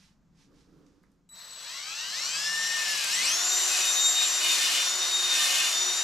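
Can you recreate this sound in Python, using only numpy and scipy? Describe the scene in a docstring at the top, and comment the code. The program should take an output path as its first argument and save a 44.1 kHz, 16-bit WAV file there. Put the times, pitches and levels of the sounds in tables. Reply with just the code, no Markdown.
"""In a garage, a cordless drill spins a ball hone in an oiled engine cylinder.
After quiet handling the trigger is eased in: the speed controller sings, the gears creep, then whine.
The whine is a harmonic series on the motor speed; rattle, whirr, scraping and hiss are coloured noise.
Pushes of the hone into the bore scrape harder and excite the modes of the engine block;
dips in the driving speed stand for its drag on the motor. Short reflections and a low rumble surround it."""
import sys
import numpy as np
from scipy import signal
from scipy.fft import irfft, next_fast_len
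from scipy.io import wavfile

SR = 44100
rng = np.random.default_rng(int(sys.argv[2]) if len(sys.argv) > 2 else 0)


def file_out(sig):
    """Save sig as 16-bit WAV at sys.argv[1]."""
    # one column per channel
    cols = np.atleast_2d(sig).T
    # limit, then scale
    lim = np.clip(cols, -1, 1)
    pcm = np.round(lim * 32767).astype(np.int16)
    wavfile.write(sys.argv[1], SR, pcm)


N = 265923
T = np.arange(N) / SR
HZ = np.fft.rfftfreq(2 * next_fast_len(N // 2 + 1), 1 / SR)

# Speed the motor heads for, set by the trigger and dragged down by the hone.
# Each row: time in seconds, motor shaft speed in turns per second.
DRIVE = [(1.277, 1.0), (1.357, 43.1), (1.52, 36.1), (1.636, 66.6), (1.819, 78.1), (2.108, 109.9),
         (2.168, 146.1), (2.408, 177.7), (2.7, 183.1), (2.956, 166.5), (3.065, 146.8), (3.137, 222.7),
         (3.2, 213.4), (3.268, 366.1), (3.542, 373.0), (3.827, 368.1), (4.043, 371.5), (4.408, 367.7),
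         (4.766, 354.7), (4.798, 361.8), (5.084, 373.4), (5.567, 353.8), (5.781, 366.5), (6.027, 377.4)]
# Main gear tone. Each row: time in seconds, level in dB.
MAIN_TONE = [(1.6, -67), (2.15, -59), (2.5, -33), (2.85, -34.5), (3.07, -44.5), (3.14, -37.5), (3.5, -33),
             (3.8, -39), (4.05, -30), (4.35, -39.5), (4.5, -31), (4.8, -38.5), (5.15, -27), (5.55, -36),
             (5.85, -32)]
# Other gear and slot tones, before the shell shapes them. Each entry: multiple of the shaft rate, then
# level at half speed in dB, growth in dB per doubling of speed, change under the hand in dB.
GEAR_TONES = {1: (-45, 2.9, 1.3), 2: (-55, 14.5, -7.5), 4: (-60.5, 15, -1), 16: (-45.5, 5.3, -2.9),
              18: (-60.5, 23, -14), 19: (-57.5, 24.2, -1.4), 20: (-46.5, 10.7, -14), 29: (-46.5, 7.4, -8),
              30: (-44.5, 14.2, -8), 31: (-52, 7, -10), 32: (-48.5, 12, -11), 35: (-56, 16, -10),
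              40: (-42.5, 12, -10), 41: (-53, 12, 0), 47: (-47, 15, 0), 50: (-44.5, 13, 0),
              60: (-48.5, 8.8, 0), 70: (-49.5, 8.7, 0), 80: (-54.5, 5, 0), 90: (-61, 5.2, 0)}
# Modes of the drill's shell. Each row: frequency in Hz, nominal width in Hz, relative level in dB.
SHELL_MODES = [(696, 590, -17), (1760, 530, -2), (2760, 900, 2.5), (4310, 790, 3), (5776, 680, 5.5),
               (7530, 450, 4.5), (11900, 730, -3)]
# Controller tones, split by the turning rotor.
# Each row: multiple of the switching rate, shaft orders added, relative level in dB.
SIDEBANDS = [(1, -10, -4.5), (1, -2, -6), (1, 0, 0.5), (1, 2, -7), (1, 10, -1), (2, -1, 2), (2, 0, -3.5),
             (2, 2, -9), (3, 0, -12.5)]
# Noise spectra of the gear rattle and of the fan and shaft whirr.
# Each row: frequency in Hz, relative density in dB per Hz.
RATTLE_COLOUR = [(500, -14), (1200, 0), (1700, -4), (2300, -3), (2900, 0.5), (3500, 0), (4300, 3.5),
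                 (5800, 2), (7400, -1), (8600, -5.5), (10500, -13), (12100, -11.5), (13200, -26),
                 (15500, -48)]
WHIRR_COLOUR = [(120, -55), (250, -13), (450, -6.5), (600, 0), (850, -0.5), (1100, 5), (1450, 2), (2000, 5),
                (3500, -30)]
# Pushes of the hone into the bore. Each row: deepest moment in seconds, half length in seconds,
# scraping in dB, oily hiss in dB before HISS_LIFT_DB.
STROKES = [(2.976, 0.31, -36.5, -46.5), (3.294, .04, -38, -58), (3.775, 0.15, -36.5, -40),
           (4.224, 0.069, -35.5, -44), (4.625, 0.23, -32, -37.5), (5.506, 0.2, -31.5, -37)]
# Noise spectra of the scraping and of the oily hiss.
# Each row: frequency in Hz, relative density in dB per Hz.
SCRAPE_COLOUR = [(700, -44.5), (1500, -49), (2000, 1.5), (2600, 9), (3200, 7), (4200, 12), (6500, -8),
                 (10000, -23)]
HISS_COLOUR = [(3000, -54), (5000, 2.5), (7500, 4.5), (8700, -0.5), (10300, -4), (12000, -5), (13300, -10),
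               (15000, -41), (15600, -35)]
# Modes of the engine block. Each row: frequency in Hz, nominal width in Hz, relative level in dB.
BLOCK_MODES = [(295, 20, -21), (543, 20, -20), (740, 25, -18), (1190, 60, -12), (1570, 35, -8),
               (1812, 25, -2.5), (2133, 30, -3), (2435, 25, -1), (2545, 25, 2), (2820, 30, -2),
               (2943, 35, 4), (3199, 35, -4), (5005, 35, -4)]
# Gloves rubbing on the grip, then brushes of sleeve and glove.
# Each row: centre in seconds, half length in seconds, level in dB.
RUBS = [(.53, 0.05, -64.5), (.78, 0.088, -65.5), (.8, 0.37, -65.5)]
BRUSHES = [(0.025, 0.087, -64), (.415, 0.05, -67.5), (.597, 0.053, -71.5), (.796, 0.34, -78)]
# Noise spectra of the rubbing and of the brushing swish.
# Each row: frequency in Hz, relative density in dB per Hz.
RUB_COLOUR = [(90, -34), (160, -2), (230, -17), (280, 4), (340, -9), (490, -9), (670, -29), (1300, -22),
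              (3000, -49)]
SWISH_COLOUR = [(530, -37), (900, 5), (955, -13), (1040, 0), (1270, -1), (5580, 2.5), (12300, -16.5),
                (15000, -36)]
# Ticks of the hone's beads and the trigger. Each row: start in seconds, nominal peak in dB, top in Hz.
TICKS = [(.865, -53, 8000), (1.032, -61, 12000), (1.037, -50.5, 2300), (1.117, -62, 12000),
         (1.291, -48, 9650), (3.044, -16.5, 10700)]
# Left-right balance. Each row: time in seconds, left minus right in dB.
BALANCE = [(1.15, -4), (1.3, 3.5), (4, 2), (5.2, 1.3), (6, 2)]
# Correlation of diffuse noise between the channels. Each row: frequency in Hz, correlation.
LIKENESS = [(50, .98), (150, 0.78), (1000, 0.93), (3000, 0.66), (6000, 0.94), (9000, 0.7), (12500, 0.55)]
# Background rumble: its spectrum. Each row: frequency in Hz, relative density in dB per Hz.
FLOOR_COLOUR = [(20, 4), (40, 2.5), (70, 1), (115, -5), (170, 7), (240, -2), (400, -16.5), (1200, -19.5),
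                (3000, -31.5), (7000, -30.5), (10000, -47), (12000, -41), (15000, -51)]
# Background rumble: its slowly changing level. Each row: time in seconds, level in dB.
FLOOR_LEVEL = [(.9, -64.5), (1.6, -70), (3.4, -67.5), (4.3, -68.5), (6, -68)]

# motor: lag in s, reference speeds in turns per s, and the shortfall of speed at which it strains
INERTIA_S = 0.065
HALF_SPEED, FULL_SPEED = 180, 370
HARD_ACCELERATION = 65  # turns per s
TRIGGER_S, FULL_TRIGGER_S = 1.289, 3.17

# whine
MAIN_ORDER = 10  # gear teeth per motor turn
MAIN_FLUTTER_DB = 3.5  # reached at twice HALF_SPEED
MESH_S, MESH_TAKES_S = 1.5, 0.18  # the teeth begin to sing
GRIP_S, GRIP_TAKES_S = 4.16, 0.46  # the free hand closes over the housing
SLACK_TURNS = 0.0014  # play of the teeth, which smears the higher tones
CREEP_DB, CREEP_BELOW = 5, 135  # the teeth sing out more below this speed in turns per s
TONES_TORQUE_DB, LOAD_DAMPS_DB = 4, -4  # under hard acceleration; at the hone's hardest bite
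TONES_TOP_HZ = 9300  # the housing radiates little of the tones above this

# controller: level at half speed, growth per doubling of speed
SWITCH_HZ = 3925
SWITCH_DB, SWITCH_RISE_DB = -48.5, 2

# rattle: level far above the knee, knee in turns per s, growth per doubling below it, extra under strain
RATTLE_DB, RATTLE_KNEE, RATTLE_RISE_DB, RATTLE_TORQUE_DB = -32, 134, 9.5, 3.5
# whirr: level at full speed, growth per doubling of speed, extra once the hone is in the bore
WHIRR_DB, WHIRR_RISE_DB, IN_BORE_DB = -45.5, 3.5, 4.5
ENTER_S, ENTER_TAKES_S = 1.77, 1

# hone
STROKE_SQUARENESS = 3.5  # 2 = a bell; more = a flatter top
RESTING_SCRAPE_DB, RESTING_HISS_DB = -45, -46  # beads spinning between pushes; hiss before its lift
HISS_LIFT_DB = 6
RING_DB = 1  # the block's ring against the scraping at the hardest push
GEAR_RATIO = 22  # motor turns per chuck turn

RADIATES_FROM_HZ = 170  # drill and block are too small to radiate deep bass
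EDGE_HZ = 15500


def shaft():
    """Rotational inertia: speed follows the drive as a first-order lag; gear play makes it flutter."""
    drive, = curves(DRIVE)
    keep = np.exp(-1 / (INERTIA_S * SR))
    lagging = signal.lfilter([1 - keep], [1, -keep], drive)
    speed = np.maximum(lagging + 0.45 * wander(70), 1)
    turns = np.cumsum(speed) / SR
    return speed, turns


def whine(speed, turns, drift_db=2.0):
    """Harmonic excitation: teeth and slots sound at multiples of the shaft rate and flare at shell modes."""
    doublings = np.log2(speed / HALF_SPEED)
    grip = fade(GRIP_S, GRIP_TAKES_S)
    bite = sum(amp(db) * swell(s, half_length) for s, half_length, db, _ in STROKES)
    creeping = np.clip(3 * (1 - speed / CREEP_BELOW), 0, 1)
    effort_db = CREEP_DB * creeping + TONES_TORQUE_DB * torque(speed) + LOAD_DAMPS_DB * bite / bite.max()

    # the main tone has its own level curve and flutters once the motor runs fast
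    main_db, = curves(MAIN_TONE)
    flutter = evened(amp(MAIN_FLUTTER_DB * np.clip(doublings, 0, 1) * wander(12)))
    tones = amp(main_db) * flutter * tone(MAIN_ORDER * turns, waver=0.2, spread=0.24)

    for multiple, (db, rise_db, grip_db) in GEAR_TONES.items():
        hz = multiple * speed
        shell = resonances(SHELL_MODES, hz) ** 1.19 + 0.12
        body = shell / np.sqrt(1 + (hz / TONES_TOP_HZ) ** 10)
        # each tone swells and sinks as the drill moves among its own reflections
        drift = drift_db * wander(7)
        gain = amp(db + rise_db * doublings + grip_db * grip + effort_db + drift)
        smeared_turns = turns + SLACK_TURNS * wander(90)
        tones = tones + gain * body * tone(multiple * smeared_turns, waver=0.23, spread=0.29)
    return tones * fade(MESH_S, MESH_TAKES_S)


def controller(speed, turns):
    """Pulse-width modulation: chopped current sings in the windings; the octave vanishes at half duty."""
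    sounding = fade(TRIGGER_S, 0.0044) * (1 - fade(FULL_TRIGGER_S, 0.067))
    level = amp(SWITCH_DB + SWITCH_RISE_DB * np.log2(speed / HALF_SPEED)) * sounding
    duty = np.clip(0.17 + speed / 420, 0, 1)  # pulses widen with speed
    lines = 0
    for k, order, db in SIDEBANDS:
        k, order = round(k), round(order)
        pulse_harmonic = np.sin(k * np.pi * duty)
        cycles = k * SWITCH_HZ * T + order * turns
        lines = lines + amp(db) * pulse_harmonic * tone(cycles, waver=0.35, spread=0.35)
    sizzle = noise(1 / (1 + ((HZ - 12100) / 280) ** 2))
    return level * (lines + amp(-12) * sizzle)


def gearbox(speed, turns):
    """Impact excitation: teeth rattle the shell in bursts at 1 and 10 per motor turn, over the whirr."""
    below_knee = np.log2(speed / np.hypot(speed, RATTLE_KNEE))
    strain_db = RATTLE_TORQUE_DB * torque(speed)
    rattle_db = RATTLE_DB + RATTLE_RISE_DB * below_knee + strain_db + 0.5 * wander(8)
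    once, ten_times = np.cos(2 * np.pi * turns), np.cos(2 * np.pi * 10 * turns)
    bursts = evened(amp(0.97 * once + ten_times + wander(210)))
    rattle = amp(rattle_db) * bursts * noise(colour(RATTLE_COLOUR) * (resonances(SHELL_MODES, HZ) + 1))

    in_bore_db = IN_BORE_DB * fade(ENTER_S, ENTER_TAKES_S)
    whirr_db = WHIRR_DB + WHIRR_RISE_DB * np.log2(speed / FULL_SPEED) + in_bore_db + 0.53 * wander(10)
    whirr = amp(whirr_db) * noise(colour(WHIRR_COLOUR))
    return (rattle + whirr) * fade(TRIGGER_S, 0.025)


def hone(turns):
    """Friction-driven resonance: beads scrape in fine grains, pulse with the chuck and ring the block."""
    scrape_db, hiss_db = pressure()
    pulse = amp(0.19 * np.cos(2 * np.pi * turns / GEAR_RATIO))
    grains = evened(amp(2 * wander(970) + np.cos(2 * np.pi * turns)))
    scrape = amp(scrape_db) * grains * noise(colour(SCRAPE_COLOUR))
    hiss = amp(hiss_db + HISS_LIFT_DB + wander(40)) * grains * noise(colour(HISS_COLOUR))

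    # each mode swells and sinks at random
    modes = 0
    for mode in BLOCK_MODES:
        mode_gain = amp(mode[2] + 2.5 * wander(5))
        modes = modes + mode_gain * noise(resonances([mode], HZ) ** 1.3)
    # the block rings mostly when the beads press hard
    ring_db = scrape_db + RING_DB + 0.5 * (scrape_db - scrape_db.max())
    ring = amp(ring_db) * evened(modes)
    return (scrape + hiss + ring) * pulse * fade(1.99, 1.0)


def pressure():
    """Addition of powers: each push adds to the steady scraping and hiss; returns both in dB."""
    scrape, hiss = amp(2 * RESTING_SCRAPE_DB), amp(2 * RESTING_HISS_DB)
    for s, half_length, scrape_db, hiss_db in STROKES:
        push = swell(s, half_length, STROKE_SQUARENESS)
        scrape = scrape + amp(2 * scrape_db) * push
        hiss = hiss + amp(2 * hiss_db) * push
    return 10 * np.log10(scrape), 10 * np.log10(hiss)


def torque(speed):
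    """Saturating torque: how hard the motor accelerates, 0 to 1, from its shortfall of speed."""
    drive, = curves(DRIVE)
    return np.tanh(np.maximum(drive - speed, 0) / HARD_ACCELERATION)


def handling():
    """Sliding friction: gloves and sleeves make coloured noise in humps before the trigger is pulled."""
    rubbing = sum(amp(db) * swell(s, half_length) for s, half_length, db in RUBS)
    brushing = sum(amp(db) * swell(s, half_length) for s, half_length, db in BRUSHES)
    return rubbing * noise(colour(RUB_COLOUR)) + brushing * noise(colour(SWISH_COLOUR))


def ticks():
    """Impulsive contact: noise decays at once, then more slowly in a faint tail from the room."""
    out = 0
    for s, db, top_hz in TICKS:
        age = np.maximum(T - s, 0)
        decay = np.exp(-age / 0.0017) + 0.19 * np.exp(-age / 0.043)
        level = amp(db - 9.5) * (T >= s) * decay  # 9.5 dB from peak to rms
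        spectrum = np.minimum(HZ / top_hz, 1) ** 0.5 / (1 + (HZ / top_hz) ** 8)
        out = out + level * noise(spectrum)
    return out


def garage(x, wet_db=-11, t60=0.16):
    """Reverberation: sparse decaying echoes, as from benches and cabinet doors, colour the sound."""
    t = np.arange(SR // 3) / SR
    echoes = rng.random((3, len(t))) < 2000 / SR  # 2000 per second
    taps = rng.standard_normal((3, len(t))) * echoes
    # the third set is shared by both channels
    tail = (taps[:2] + 0.65 * taps[2]) * amp(-60 * t / t60) * (t > 0.003)
    tail /= np.linalg.norm(tail, axis=1, keepdims=True)
    return x + amp(wet_db) * signal.fftconvolve(x, tail, axes=1)[:, :N]


def background():
    """Stationary noise under a slow envelope: a steady low rumble whose level changes slowly."""
    floor_db, = curves(FLOOR_LEVEL)
    return amp(floor_db) * noise(colour(FLOOR_COLOUR))


def tone(turns, waver, spread):
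    """Modulated sinusoid: level wavers, and phase between the channels, as the drill moves."""
    phase = 2 * np.pi * (turns + rng.random())
    apart = spread * wander(14) * np.array([[1], [-1]])
    return np.sqrt(2) * np.cos(phase + apart) * evened(1 + waver * wander(30.4))


def noise(gain):
    """Partial coherence: noise of the given spectrum, partly alike in two channels, rms 1."""
    a, b = rng.standard_normal((2, len(HZ))) + 1j * rng.standard_normal((2, len(HZ)))
    same = np.clip(read(LIKENESS, HZ), 0, 1)
    mid, side = a * np.sqrt(1 + same), b * np.sqrt(1 - same)
    return evened(irfft(np.array([mid + side, mid - side]) * gain)[:, :N])


def resonances(modes, hz):
    """Modal response: gain of a body whose modes add in power; it radiates little below them."""
    power = 0
    for f, width, db in modes:
        below = np.minimum(hz / f, 1) ** 2
        power = power + amp(2 * db) * below / (1 + (2 * (hz - f) / width) ** 2)
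    return np.sqrt(power)


def colour(points):
    """Spectral shaping: a spectrum as gains, falling away steeply below its lowest point."""
    return amp(read(points, HZ)) * np.minimum(HZ / points[0][0], 1) ** 2


def read(points, hz):
    """Logarithmic pitch scale: reads a spectrum on a log-frequency axis."""
    f, value = np.transpose(points)
    return np.interp(np.log(hz + 1), np.log(f + 1), value)


def wander(rate_hz):
    """Random modulation: chance values joined by straight lines, rms 1."""
    times = np.arange(0, T[-1] + 1, 0.5 / rate_hz)
    return evened(np.interp(T + rng.random(), times, rng.standard_normal(len(times))))


def swell(s, half_length, squareness=2):
    """Generalised Gaussian envelope: a smooth hump of height 1."""
    return np.exp(-np.abs((T - s) / half_length) ** squareness)


def fade(start, length):
    """Linear envelope: rises from 0 to 1, times in seconds."""
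    return np.clip((T - start) / length, 0, 1)


def curves(rows):
    """Linear interpolation: the columns of a time table at every sample."""
    s, *columns = np.transpose(rows)
    return [np.interp(T, s, c) for c in columns]


def evened(x):
    """Power normalisation: scales to an rms of 1."""
    return x / np.sqrt(np.mean(x ** 2) + 1e-20)


def amp(db):
    """Logarithmic level: decibels to gain."""
    return 10 ** (np.asarray(db) / 20)


def scene():
    """Superposition: handling, drill and hone, balanced left to right, over the quiet of the garage."""
    speed, turns = shaft()
    machine = whine(speed, turns) + controller(speed, turns) + gearbox(speed, turns) + hone(turns)
    radiation = signal.butter(4, RADIATES_FROM_HZ, "high", fs=SR, output="sos")
    machine = signal.sosfilt(radiation, machine)
    left_db, = curves(BALANCE)
    balance = amp(np.array([left_db, -left_db]) / 2)
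    return garage(machine + handling() + ticks()) * balance + background()


def record(dry):
    """Band limitation: a linear-phase low-pass removes the highest treble."""
    lowpass = signal.firwin(511, EDGE_HZ, window=("kaiser", 9), fs=SR)
    return signal.oaconvolve(dry, lowpass[None], "same")


dry = scene()
out = record(dry)
file_out(out)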